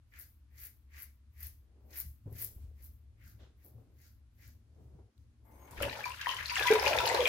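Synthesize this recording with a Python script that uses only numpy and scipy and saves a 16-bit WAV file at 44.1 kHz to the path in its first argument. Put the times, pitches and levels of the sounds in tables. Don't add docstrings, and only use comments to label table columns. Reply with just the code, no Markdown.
import sys
import numpy as np
from scipy import signal
from scipy.fft import rfft, irfft, next_fast_len
from scipy.io import wavfile
from scipy.ndimage import uniform_filter1d

SR = 44100
rng = np.random.default_rng(int(sys.argv[2]) if len(sys.argv) > 2 else 0)


def linear_from_db(decibels):
    return 10 ** (np.asarray(decibels, float) / 20)


def dump_mix(stems):
    frames = np.atleast_2d(stems).T
    limited = np.clip(frames, -1, 1)
    pcm = np.round(limited * 32767).astype(np.int16)
    wavfile.write(sys.argv[1], SR, pcm)


N = 321048


def unit(x):
    return x / np.sqrt(np.mean(x ** 2) + 1e-20)


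def along(points, hz):
    f, v = np.transpose(points)
    return np.interp(np.log(hz + 1), np.log(f + 1), v)


def sides(lead_db):
    return linear_from_db(np.array([[lead_db / 2], [-lead_db / 2]]))


def filtered(x, response):
    m = next_fast_len(N + SR // 2)
    return irfft(rfft(x, m) * response(np.fft.rfftfreq(m, 1 / SR)), m)[..., :N]


# f/Hz, likeness
ALIKE = [(60, 0.99), (130, 0.93), (290, 0.75), (640, 0.55), (1400, 0.18), (3000, 0.013)]


def pair_up(pair, hz):
    turn = np.arccos(np.clip(along(ALIKE, hz), 0, 1)) / 2
    mid, side = pair[0] * np.cos(turn), pair[1] * np.sin(turn)
    return np.array([mid + side, mid - side])


def rush(spectrum, grain=1):
    m = next_fast_len(N + SR // 5)
    hz = np.fft.rfftfreq(m, 1 / SR)
    z = rfft(grain * rng.standard_normal((2, N)), m) * linear_from_db(along(spectrum, hz))
    return unit(irfft(pair_up(z, hz), m)[:, :N])


def grains(rate, spread_db, life_s, bed):
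    chance = rng.random((2, N))
    size_db = np.minimum(-spread_db * np.log(chance[1] + 1e-9), 4 * spread_db)
    kicks = (chance[0] < rate / SR) * linear_from_db(size_db)
    return unit(signal.lfilter([1], [1, -np.exp(-1 / (life_s * SR))], kicks)) + bed


def swells(s, peak_db, rise_s, fall_s, rest_db):
    t = np.arange(0, N + 128, 128)[:, None] / SR
    db = peak_db - 20 * np.where(t < s, (s - t) / np.abs(rise_s), (t - s) / np.abs(fall_s))
    return np.interp(np.arange(N) / SR, t[:, 0], 10 * np.log10(linear_from_db(2 * db).sum(1) + linear_from_db(2 * rest_db)))


def patchy(x, depth_db):
    z = signal.stft(x, nperseg=256)[2]
    field = uniform_filter1d(rng.standard_normal(z.shape[1:]), size=7, axis=0)
    field = uniform_filter1d(field, size=9, axis=1)
    return unit(signal.istft(z * linear_from_db(depth_db * unit(field)), nperseg=256)[1][:, :N])


def ringing(rows, rise, attack_s, lead_db, held=0):
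    out = np.zeros((2, N + SR))
    for s, db, hz, t60 in rows:
        t = np.arange(round((held + t60) * SR)) / SR
        skew, side = rng.standard_normal(2)
        phase = 2 * np.pi * hz * (t + rise * t * t / (2 * t60)) + np.array([[0], [skew * hz / 1100]])
        envelope = linear_from_db(db - 60 * np.maximum(t - held, 0) / t60) * (1 - np.exp(-t / attack_s))
        out[:, round(s * SR):][:, :len(t)] += sides(lead_db + 1.8 * side) * envelope * np.sin(phase)
    return out[:, :N]


def held_ringing(rows, **settings):
    return sum(ringing([(s, db, hz, t60)], held=held, **settings) for s, db, hz, held, t60 in rows)


def spits(rows):
    out, t = np.zeros((2, N + 999)), np.arange(800) / SR
    f = np.fft.rfftfreq(len(t), 1 / SR) + 1
    width, t60 = 0.28, 0.014
    for s, db, hz in rows:
        colour = np.exp(-(np.log(f / hz) / width) ** 2)
        puff = unit(irfft(rfft(rng.standard_normal((2, len(t)))) * colour, len(t)))
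        out[:, round(s * SR):][:, :len(t)] += linear_from_db(db - 60 * t / t60) * (1 - np.exp(-t / 0.00061)) * puff
    return sides(2.5) * out[:, :N]


# f/Hz, t60/s
TILES = [(300, 0.65), (1000, 0.23), (3000, 0.27), (8000, 0.27), (15000, 0.09)]


def walls(x):
    hz, t, z = signal.stft(rng.standard_normal((2, SR // 2)), SR, nperseg=256)
    decay = linear_from_db(-60 * t / along(TILES, hz)[:, None])
    tail = signal.istft(pair_up(z, hz[:, None]) * decay, SR, nperseg=256)[1]
    delayed = np.pad(x, ((0, 0), (150, 0)))
    return signal.fftconvolve(delayed, tail / np.linalg.norm(tail[0]), axes=1)[:, :N]


# f/Hz, level/dB per Hz
FAN = [(20, -44.5), (35, -15.5), (50, -11), (63, -2.5), (69, 2), (75, 3.5), (90, -20.5), (130, -57)]
# f/Hz, level/dB
MOTOR = [(228.3, -83), (302, -87)]
# f/Hz, level/dB per Hz
BOARDS = [(70, -40.5), (90, -4.5), (110, 7), (130, -7), (170, -17.5), (230, -15), (320, -22), (420, -52)]
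# t/s, stand shake level/dB, boards level/dB
SWAYS = [(.64, -53, -70.5), (1.457, -55, -65.5), (2.09, -48, -62), (2.306, -58, -52), (2.63, -43.5, -62),
         (2.859, -49, -62.5), (3.28, -56.5, -56), (3.8, -68, -56), (4.476, -58, -56.5), (4.829, -63, -54),
         (5.198, -63, -60.5), (5.83, -45.5, -46), (6.41, -49.5, -54), (6.62, -52, -50.5), (6.85, -48, -53),
         (7.0, -47.5, -50), (7.2, -51, -55)]
# t/s, half length/s, level/dB
LULL = (5.13, 0.04, -25)
# t/s, peak level/dB, f/Hz, t60/s
BUMPS = [(2.036, -48, 79, 0.29), (2.259, -31, 116, 0.062), (2.278, -31.5, 110, 0.042),
         (2.265, -46, 320, 0.055), (2.322, -34.5, 85, 0.068), (2.351, -36, 90, 0.074),
         (2.048, -51, 166, 0.12), (2.563, -35.5, 68, 0.14), (3.39, -51, 64, 0.18),
         (3.649, -60.5, 86.1, 0.14), (3.746, -46, 115.6, 0.24), (4.484, -50.5, 124, 0.11),
         (4.949, -44.5, 143, 0.085), (5.781, -33, 73, 0.08), (5.804, -33.5, 70, 0.22)]


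def floor(lull_db):
    s, stand_db, creak_db = np.transpose(SWAYS)
    fan_db = swells(s, stand_db, rise_s=0.17, fall_s=0.14, rest_db=-59.5) + lull_db
    boards_db = swells(s, creak_db, rise_s=0.15, fall_s=0.36, rest_db=-71) + lull_db
    lows = linear_from_db(fan_db) * rush(FAN) + linear_from_db(boards_db) * rush(BOARDS)
    lows += ringing(BUMPS, rise=-0.11, attack_s=0.0028, lead_db=0)
    t = np.arange(N) / SR
    for hz, db in MOTOR:
        drift = 2.5 * np.interp(t, np.linspace(0, N / SR, 30), rng.standard_normal(30))
        lows += linear_from_db(db + 2) * np.sin(2 * np.pi * hz * t + drift)
    return lows


# f/Hz, level/dB per Hz
CLOTHES = [(120, -10), (200, -4), (330, 0), (480, -3), (800, -12), (1300, -24), (4000, -48)]
# t/s, level/dB, rise/s, fall/s (for 20 dB)
RUSTLES = [(1.93, -65.5, 0.33, -0.1), (2.265, -58, .012, 0.35), (2.4, -79, .1, -3), (2.66, -71.5, .1, 0.32),
           (3.43, -64, 0.11, .15), (3.655, -64, 0.013, 0.29), (3.82, -67, 0.25, 0.2), (4.5, -77, .06, 0.1),
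           (4.8, -65, 0.16, 0.46), (5.0, -65, 0.16, 0.15), (5.5, -65, 0.11, 1), (5.72, -65, 0.25, 0.56),
           (5.83, -42.5, 0.067, 0.13)]


def clothes(lull_db):
    sleeve = [(row[0], -80, .2, .2) for row in STROKE]
    level_db = swells(*np.transpose(RUSTLES + sleeve), -89) + 0.35 * lull_db
    return linear_from_db(level_db) * rush(CLOTHES, grains(rate=49, spread_db=-2, life_s=0.014, bed=1.8))


# f/Hz, level/dB per Hz
HISS = [(90, -40.5), (170, -7), (280, -11), (420, -28), (1100, -18), (4500, -25.5)]
HISS_TOP = [(8400, -34), (11000, -31), (16000, -33)]
# f/Hz, level/dB per Hz
COTTON = [(2500, -30), (4000, -1.5), (6500, 2.5), (8500, -12), (12000, -3.5), (16000, -7)]
# t/s, level/dB, rise/s, fall/s
COLLAR = [
    (4.75, -88, .25, .3),
    (4.98, -89, .25, .3),
    (5.2, -85, .2, .2),
]
# t/s, peak level/dB, f/Hz
TICKS = [
    (0.55, -75, 5400),
    (5.178, -68, 3800),
    (5.178, -72, 8480),
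    (5.18, -72, 13000),
]


def room():
    middle, half, dip_db = LULL
    lull_db = dip_db * np.exp(-((np.arange(N) / SR - middle) / half) ** 2)
    lows = floor(lull_db) + clothes(lull_db)
    lows[1] = np.roll(lows[1], 4)
    collar = linear_from_db(swells(*np.transpose(COLLAR), -110)) * rush(COTTON)
    return sides(1.8) * lows + linear_from_db(-82) * rush(HISS + HISS_TOP) + collar + spits(TICKS)


TAP_S = 5.45
# t/s, surface level/dB, deep water level/dB
SWISHES = [(5.832, -38.5, -40.5), (5.97, -47, -51), (6.06, -43, -62), (6.285, -37, -50), (6.43, -44.5, -65),
           (6.549, -36, -86.5), (6.599, -33, -43), (6.678, -30, -55), (6.721, -35.5, -31), (6.8, -50, -22),
           (6.869, -29, -24), (6.97, -36, -26), (7.078, -34.5, -22.5), (7.19, -33, -33.5), (7.28, -30, -47)]


def flow():
    s, surface, deep = np.transpose(SWISHES)
    since = np.arange(N) / SR - TAP_S
    tap = linear_from_db(np.minimum(-80.5 + 45 * since, -65.5)) * np.clip(since / 0.068, 1e-3, 1)
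    stir = linear_from_db(swells(s, surface, rise_s=0.094, fall_s=0.42, rest_db=-140))
    fizzing = linear_from_db(swells(s, surface, rise_s=0.094, fall_s=0.43, rest_db=-140))
    jet = (since > 0) * linear_from_db(-79)
    slosh_db = swells(s, deep, rise_s=0.031, fall_s=0.18, rest_db=-140)
    churn_db = 10 * np.log10(stir ** 2 + tap ** 2)
    fizz_db = -9 + 10 * np.log10(fizzing ** 2 + tap ** 2)
    spray_db = 10 * np.log10((linear_from_db(-15.5) * stir) ** 2 + tap ** 2 + jet ** 2)
    return slosh_db, churn_db, fizz_db, spray_db


def swarm(level_db, count, hz, spread, cycles):
    draw = rng.random((count, 3))
    s = TAP_S + draw[:, 0] * (N / SR - TAP_S) * .999
    odds = np.log(draw[:, 1] / (1 - draw[:, 1]) + 1e-9)
    pitch = hz * np.exp(spread * odds.clip(-2.5, 2.5))
    db = level_db[(s * SR).astype(int)] - 3 * np.log(draw[:, 2] + 0.2)
    return ringing(zip(s, db, pitch, cycles / pitch), rise=0.21, attack_s=0.0022, lead_db=3)


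# f/Hz, level/dB per Hz
SLOSH = [(200, -33), (400, -0.5), (550, 5), (750, -1.5), (1000, 3), (1500, -41)]
CHURN = [(560, -47), (950, -5.5), (1300, -4.5), (1700, -0.5), (2400, -2.5), (3200, -6.5), (5600, -35)]
FIZZ = [(2100, -39), (3600, 0.5), (5000, -0.5), (6800, -6), (7800, -23), (11000, -45)]
SPRAY = [(3300, -15), (7500, -5), (10100, -3), (11800, 0), (13700, -7), (15200, -0.5), (16000, -24)]


def churning(slosh_db, churn_db, fizz_db, spray_db):
    lumps = rush(SLOSH, grains(rate=45, spread_db=-6, life_s=0.013, bed=0.59))
    surface = patchy(rush(CHURN, grains(rate=90, spread_db=3.5, life_s=0.004, bed=1.1)), depth_db=3)
    fine = grains(rate=250, spread_db=2, life_s=.003, bed=1.3)
    bed = linear_from_db(np.minimum(slosh_db - 2, -37)) * sides(1.51) * lumps
    bed += linear_from_db(churn_db - 4.5) * sides(4.5) * surface
    bed += linear_from_db(fizz_db - 3.5) * sides(1.7) * rush(FIZZ, fine)
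    return bed + linear_from_db(spray_db - 2) * sides(1.5) * patchy(rush(SPRAY, fine), depth_db=2)


# t/s, peak level/dB, spray level/dB relative to the slap
SPLASHES = [(5.71, -60, 5), (5.823, -36.5, 6.5), (6.054, -35, -18), (6.212, -32, -13), (6.27, -44, -22),
            (6.3117, -31, -20), (6.458, -35, -21), (6.482, -35, -24), (6.5, -28, -18), (6.5663, -31, -15.5),
            (6.5734, -32, -23), (6.627, -28.5, -20), (6.671, -25.5, -5), (6.734, -34.5, 4.5),
            (6.7554, -48, -22), (6.7963, -31.5, -16), (6.853, -27, -11), (6.877, -19.5, -14),
            (6.986, -24.5, -12), (7.0553, -27, -22), (7.075, -21.5, -16), (7.144, -26.5, -7)]
# t/s, level/dB, t60/s
TICK = (5.709, -56, .09)


def splashes():
    (slap, flick), t = np.zeros((2, N + 999)), np.arange(900) / SR
    for s, db, spray in SPLASHES:
        start = round(s * SR)
        slap[start:][:len(t)] += linear_from_db(db + 2.5 - 60 * t / 0.036) * (1 - np.exp(-t / 0.0016))
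        flick[start:][:len(t)] += linear_from_db(db + spray - 60 * t / 0.024) * (1 - np.exp(-t / 0.0012))
    s, db, t60 = TICK
    since = np.arange(SR // 9) / SR
    flick[round(s * SR):][:len(since)] += linear_from_db(db - 60 * since / t60)
    body = linear_from_db(-8.5) * rush(CHURN) + linear_from_db(-7.5) * rush(FIZZ)
    return slap[:N] * body + flick[:N] * rush(SPRAY)


# t/s, peak level/dB, f/Hz, t60/s
GLUGS = [(5.803, -30.5, 630, 0.019), (5.811, -27.5, 562, 0.052), (5.85, -34, 560, .05),
         (5.83, -34, 500, .05), (5.733, -46, 970, .03), (5.928, -37, 870, 0.036), (5.99, -36.5, 843, 0.036),
         (6.057, -27.5, 1010, 0.03), (6.269, -19, 990, .022), (6.294, -26, 1037, 0.027),
         (6.335, -33.5, 1020, 0.047), (6.515, -34.5, 986, 0.12), (6.582, -35.5, 758, 0.11),
         (6.788, -24, 824, 0.038), (7.178, -26, 934, 0.054), (6.065, -29.5, 967, 0.028),
         (6.372, -37, 1010, 0.027), (6.642, -32, 1060, 0.032), (6.789, -39, 424, .05),
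         (6.866, -22.5, 558, 0.061), (6.91, -19, 633, 0.036), (6.755, -22, 986, 0.043),
         (6.868, -22.5, 860, 0.052), (6.925, -26.5, 754, 0.043), (6.105, -38, 1024, 0.081),
         (7.001, -25, 957, 0.049), (7.068, -22, 907, 0.059), (7.144, -24, 506, 0.041),
         (7.226, -27, 492.6, 0.13)]
# t/s, peak level/dB, f/Hz
DRIPS = [(5.783, -40, 2700), (5.8045, -33.5, 1375), (5.8324, -21.5, 2825), (5.8967, -30, 2400),
         (5.991, -42, 1350), (6.1188, -32, 2700), (6.2603, -25, 1870), (6.292, -18, 2990),
         (6.4075, -30.5, 1720), (6.458, -22.5, 4250), (6.4962, -26.5, 2630), (6.557, -20.5, 2760),
         (6.5816, -22.5, 3350), (6.5938, -24, 1670), (6.7973, -19, 5100), (6.8626, -15, 2450),
         (6.932, -22, 2540), (6.987, -19.5, 2440), (7.0046, -24, 1350), (7.0553, -22.5, 2920),
         (7.0753, -17, 4260), (7.099, -18.5, 1960), (7.1753, -29, 2990), (7.204, -31, 2410),
         (6.595, -19.5, 2510), (6.87, -17.5, 2850), (7.003, -21, 2570), (7.057, -21, 4800),
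         (6.722, -20, 2300), (6.684, -20, 2320), (7.272, -24, 2480), (7.088, -27, 2540),
         (6.337, -35.5, 1600), (6.508, -29, 2250)]
# t/s, peak level/dB, f/Hz
HIGH_DROPS = [(5.7683, -51, 3200), (5.896, -34.5, 3950), (5.9289, -37.5, 4520), (5.9968, -43, 3260),
              (6.055, -34, 4560), (6.1863, -53, 3390), (6.2123, -39, 3120), (6.2402, -55, 3170),
              (6.27, -31, 3110), (6.3114, -30, 3000), (6.3668, -31, 3030), (6.4822, -35, 5000),
              (6.4983, -25.5, 4710), (6.6248, -23.5, 3510), (6.671, -21.5, 3270), (6.7262, -24, 3660),
              (6.7545, -30, 4020), (6.8765, -26, 4580), (6.9865, -21, 3570), (7.1482, -23.5, 4050),
              (7.206, -25.5, 3270), (7.256, -18, 3230)]
# t/s, peak level/dB, f/Hz
PLIPS = [
    (5.911, -38, 1790),
    (5.9288, -40, 1930),
    (6.0065, -37, 1730),
    (6.1945, -40, 1700),
    (6.2164, -32.5, 2730),
    (6.387, -34, 2010),
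    (6.5056, -34, 2320),
    (6.6352, -29, 1590),
]
# t/s, peak level/dB, f/Hz
SPITS = [(5.744, -53, 11900), (5.812, -56, 9000), (6.042, -56, 11000), (6.058, -41.5, 12000),
         (6.096, -43, 8500), (6.2, -50, 13000), (6.282, -40, 12600), (6.345, -38.5, 9050),
         (6.466, -40.5, 10800), (6.522, -37.5, 11500), (6.555, -34, 6950), (6.637, -34, 11000),
         (6.822, -32, 15000), (7.008, -39, 12000), (7.062, -27, 12100), (7.089, -27.5, 7060),
         (7.202, -46, 8000), (7.229, -41, 13000), (7.256, -40, 11700), (7.274, -38, 9500)]
# t/s, level/dB, f/Hz, held/s, t60/s
HELD_DROPS = [
    (6.04, -32.5, 2360, 0.0052, 0.0054),
    (6.209, -39.5, 1620, 0.0077, .005),
    (5.828, -41, 2865, 0.0078, 0.015),
    (6.593, -32, 1701, 0.019, 0.024),
    (6.622, -36, 1600, 0.028, .015),
    (6.654, -31, 985, 0.026, 0.017),
    (6.704, -31.5, 1600, 0.017, .01),
    (6.706, -35.5, 800, 0.017, 0.0049),
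    (6.677, -26, 2000, 0.01, .012),
    (7.255, -23, 2410, 0.0047, .006),
]


def bubbles(slosh_db, churn_db, fizz_db):
    wet = swarm(np.minimum(slosh_db - 0.5, -33), count=90, hz=733, spread=0.171, cycles=47)
    wet += swarm(churn_db, count=120, hz=2237, spread=0.2134, cycles=53)
    wet += swarm(fizz_db - 1, count=140, hz=4800, spread=0.15, cycles=23)
    wet += ringing(GLUGS, rise=0.037, attack_s=0.00069, lead_db=3)
    drips = [(s, db, hz, 30 / hz) for s, db, hz in DRIPS]
    drops = [(s, db + 2, hz, 40 / hz) for s, db, hz in HIGH_DROPS + PLIPS]
    wet += ringing(drips, rise=0.029, attack_s=0.00027, lead_db=9)
    wet += ringing(drops, rise=0.061, attack_s=0.00026, lead_db=7) + spits(SPITS)
    return wet + held_ringing(HELD_DROPS, rise=0.0064, attack_s=0.00031, lead_db=6.5)


# t/s, level/dB
CLANK = (5.822, -31)
# f/Hz, level/dB, t60/s
CHROME = [(2650, -2, .05), (8640, -6, .02), (10690, -10, .02), (11420, -2, .025), (14500, -6, .02)]


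def clank():
    s, level_db = CLANK
    modes = [(s, level_db + db, hz, t60) for hz, db, t60 in CHROME]
    return ringing(modes, rise=0, attack_s=0.00064, lead_db=2)


# t/s, level/dB, f/Hz, held/s, t60/s
GULP = [
    (6.704, -15.5, 427, 0.023, 0.006),
    (6.733, -24.5, 427, 0.033, 0.091),
    (7.191, -25, 495.6, 0.016, 0.073),
]


def water():
    slosh_db, churn_db, fizz_db, spray_db = flow()
    bed = churning(slosh_db, churn_db, fizz_db, spray_db)
    wet = splashes() + bubbles(slosh_db, churn_db, fizz_db) + clank()
    pockets = held_ringing(GULP, rise=0.0083, attack_s=0.0012, lead_db=0.5)
    return bed + wet + pockets + walls(linear_from_db(-4.5) * wet + linear_from_db(-15) * pockets)


# start t/s, end t/s, start f/Hz, end f/Hz, level/dB
SQUEAK = [
    (5.437, 5.52, 10200, 15800, -76),
    (5.51, 5.6, 14000, 15500, -81),
    (5.46, 5.52, 11300, 12100, -74),
    (5.53, 5.57, 11000, 11200, -76),
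    (5.575, 5.68, 11900, 11600, -71),
    (5.52, 5.6, 8400, 9000, -82),
    (5.51, 5.57, 5950, 6250, -79),
    (5.59, 5.68, 6600, 6200, -73),
    (5.62, 5.7, 15100, 14400, -77),
]
# f/Hz, level/dB per Hz
PIPE = [(400, -11), (850, -1.5), (1000, 1), (1250, -12), (1950, -17), (2170, -3.5), (2400, -27),
        (4000, -39)]


def squeak():
    out = np.zeros(N)
    rough = unit(uniform_filter1d(rng.standard_normal(N), size=90))
    for start, end, hz0, hz1, db in SQUEAK:
        span = slice(round(start * SR), round(end * SR))
        u = np.linspace(0, 1, span.stop - span.start)
        arch = np.sin(np.pi * u)
        hz = (hz0 + (hz1 - hz0) * u ** .6) * (1 + .03 * arch)
        phase = 2 * np.pi * np.cumsum(hz * (1 + 0.005 * rough[span])) / SR
        out[span] += linear_from_db(db - 1.5) * abs(arch) ** .5 * np.sin(phase)
    flow_db = swells(5.703, -63, rise_s=0.4, fall_s=0.36, rest_db=-140)
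    whistle = linear_from_db(flow_db) * (np.arange(N) > TAP_S * SR) * rush(PIPE)
    return sides(5.4) * (out + whistle)


# t/s, rise/s, half the decay time/s, level/dB
SWIPE = (3.385, .018, .16, -67)
# f/Hz, level/dB per Hz
SKIN = [(250, -21), (700, -11), (1400, -4), (2300, -9), (3500, -4.5), (4500, -11), (7000, -17), (9000, -30)]


def swipe():
    s, rise, t60, db = SWIPE
    t = np.maximum(np.arange(N) / SR - s, 0)
    envelope = linear_from_db(db - 60 * np.maximum(t - .05, 0) / (2 * t60)) * (1 - np.exp(-t / rise))
    return envelope * rush(SKIN)


# f/Hz, level/dB per Hz
BLADE = [(4000, -26), (7000, -19.5), (9000, -15), (10600, -3.5), (12800, 3.5), (15000, 0.5), (16000, -4)]
# t/s, peak level/dB
SNAPS = [(0.1895, -38), (0.1965, -38), (0.5881, -50), (0.6065, -43), (0.6154, -41), (0.6354, -37),
         (0.6524, -36), (0.6687, -38), (0.7043, -48), (1.0021, -39), (1.022, -31), (1.0307, -31.5),
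         (1.0412, -42), (1.4057, -40), (1.4305, -31), (1.4444, -37), (1.4686, -35), (1.9375, -49.5),
         (1.956, -45), (1.9764, -37.5), (1.9866, -27), (1.9934, -35), (2.0008, -25), (2.0107, -32),
         (2.0154, -39), (2.3271, -46), (2.4114, -43), (2.4174, -28), (2.422, -26.5), (2.425, -30),
         (2.4456, -23), (2.8254, -59), (3.2779, -51), (3.6476, -48.5), (4.0163, -54), (4.4777, -47)]


def snaps():
    out, t = np.zeros((2, N)), np.arange(160) / SR
    colour = linear_from_db(along(BLADE, np.fft.rfftfreq(len(t), 1 / SR)))
    for s, db in SNAPS:
        noise = irfft(rfft(rng.standard_normal((2, len(t)))) * colour, len(t))
        snap = sides(9.7) * noise * linear_from_db(-60 * t / 0.006) * (1 - np.exp(-t / 0.0007))
        out[:, round(s * SR):][:, :len(t)] += linear_from_db(db) * snap / abs(snap.mean(0)).max()
    return out


def resonance(f, centre, width):
    return 1j * f * width / (centre * centre - f * f + 1j * f * width)


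# middle t/s, half length/s, cutting level/dB, rasp level/dB, rasp earlier by t/s
STROKE = [(0.211, 0.026, -50.5, -62, 0.039), (0.635, 0.054, -50.5, -64, 0.017),
          (1.007, 0.045, -53.5, -58.5, 0.027), (1.449, 0.049, -50, -63, 0.026),
          (1.989, 0.036, -41.5, -58, 0.022), (2.425, 0.051, -41, -60, 0.022),
          (2.85, 0.034, -54.5, -75.5, .03), (3.289, 0.064, -64.5, -69.5, 0.04),
          (3.664, 0.032, -60, -79.5, 0.041), (4.056, 0.1, -69, -74.5, 0.026),
          (4.462, 0.097, -67, -69, 0.033)]
# further earlier by t/s, rise/s, fall/s, share that tips over
RASP = [(0.027, 0.026, .1, 0.43), (-0.026, 0.11, 0.044, .1), (-0.0019, 0.068, 0.073, 0.11),
        (-0.012, 0.076, 0.048, 0.11), (0.0037, 0.055, 0.064, .1), (0.0049, .06, 0.056, .1),
        (0.0042, 0.053, .07, 0.22), (0.019, 0.052, 0.12, .7), (0.012, .03, 0.07, .2), (0, 0.069, 0.074, .9),
        (0.0059, 0.048, 0.085, 0.56)]
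# f/Hz, width/Hz, level/dB
HEAD = [(1978, 830, -1), (1340, 720, -17)]
# f/Hz, width/Hz, level/dB, turn/s
TIPPED = (1582, 499.5, 1.5, .05)
# f/Hz, level/dB per Hz
GLIDE = [(300, -12.5), (1000, -17), (3500, -8.5), (4600, -2), (6800, -2.5), (8500, -13), (11000, -17.5)]


def razor():
    cut, rub, late, slide = np.zeros((4, 2, N))
    tip_hz, tip_width, tip_db, tip_s = TIPPED
    for (s, half, cut_db, rasp_db, early_s), (shift_s, rise_s, fall_s, tips) in zip(STROKE, RASP):
        near = slice(max(round((s - .3) * SR), 0), round((s + .3) * SR))
        t = np.arange(near.start, near.stop) / SR - s

        def bell(early, width):
            return sides(2.5) * linear_from_db(-14 * ((t + early) / width) ** 2)

        landed = np.clip((t + early_s + 2.1 * half) / 0.026, 0, 1)
        skirt = linear_from_db(-14) * bell(-0.02, 0.14) * (0.46 + 0.6 * landed)
        cut[:, near] += linear_from_db(cut_db - 2.5) * (bell(0, half) + skirt)
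        top = early_s + shift_s
        press = linear_from_db(rasp_db) * bell(top, np.where(t < -top, rise_s, fall_s))
        tipped = np.clip(tips, 0, 1) * np.clip((t + top) / tip_s, 0, 1)
        rub[:, near] += press * np.sqrt(1 - tipped)
        late[:, near] += linear_from_db(tip_db) * press * np.sqrt(tipped)
        glide_db = (cut_db + rasp_db) / 2 - 14.5 + 154.5 * half
        slide[:, near] += linear_from_db(glide_db) * bell(0.0088, 0.069)
    cutting = cut * rush(BLADE, grains(rate=1200, spread_db=4, life_s=0.0007, bed=1))
    flat = grains(rate=660, spread_db=2.5, life_s=0.002, bed=1.4) * rng.standard_normal((2, N))
    edge = grains(rate=510, spread_db=0, life_s=0.0016, bed=2.6) * rng.standard_normal((2, N))
    rasp = rub * unit(filtered(flat, lambda f: sum(linear_from_db(db) * resonance(f, c, w) for c, w, db in HEAD) ** 2))
    rasp += late * unit(filtered(edge, lambda f: resonance(f, tip_hz, tip_width) ** 2))
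    glide = slide * rush(GLIDE, grains(rate=300, spread_db=3.5, life_s=0.002, bed=1.2))
    return cutting + rasp + glide + snaps()


def scene():
    shave, handle = razor(), squeak()
    echo = walls(linear_from_db(-4.5) * shave + linear_from_db(1.5) * handle)
    return room() + water() + handle + swipe() + shave + echo


def top_cut(x):
    return signal.sosfilt(signal.butter(12, 17040, fs=SR, output="sos"), x)


# from f/Hz, under level/dB per bin
GATE = (12000, -113)


def record(dry):
    hz, _, z = signal.stft(dry, SR, nperseg=2048)
    power = uniform_filter1d(np.mean(abs(z) ** 2, 0), size=24, axis=0)
    power = power[::24].repeat(24, axis=0)[:len(hz)]
    keep = (hz[:, None] < GATE[0]) | (power > linear_from_db(2 * GATE[1]))
    gain = np.where(keep, 1, linear_from_db(-17)) * (hz[:, None] < 15900)
    mix = signal.istft(z * gain, SR, nperseg=2048)[1][:, :N]
    return top_cut(mix)


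dry = scene()
out = record(dry)
dump_mix(out)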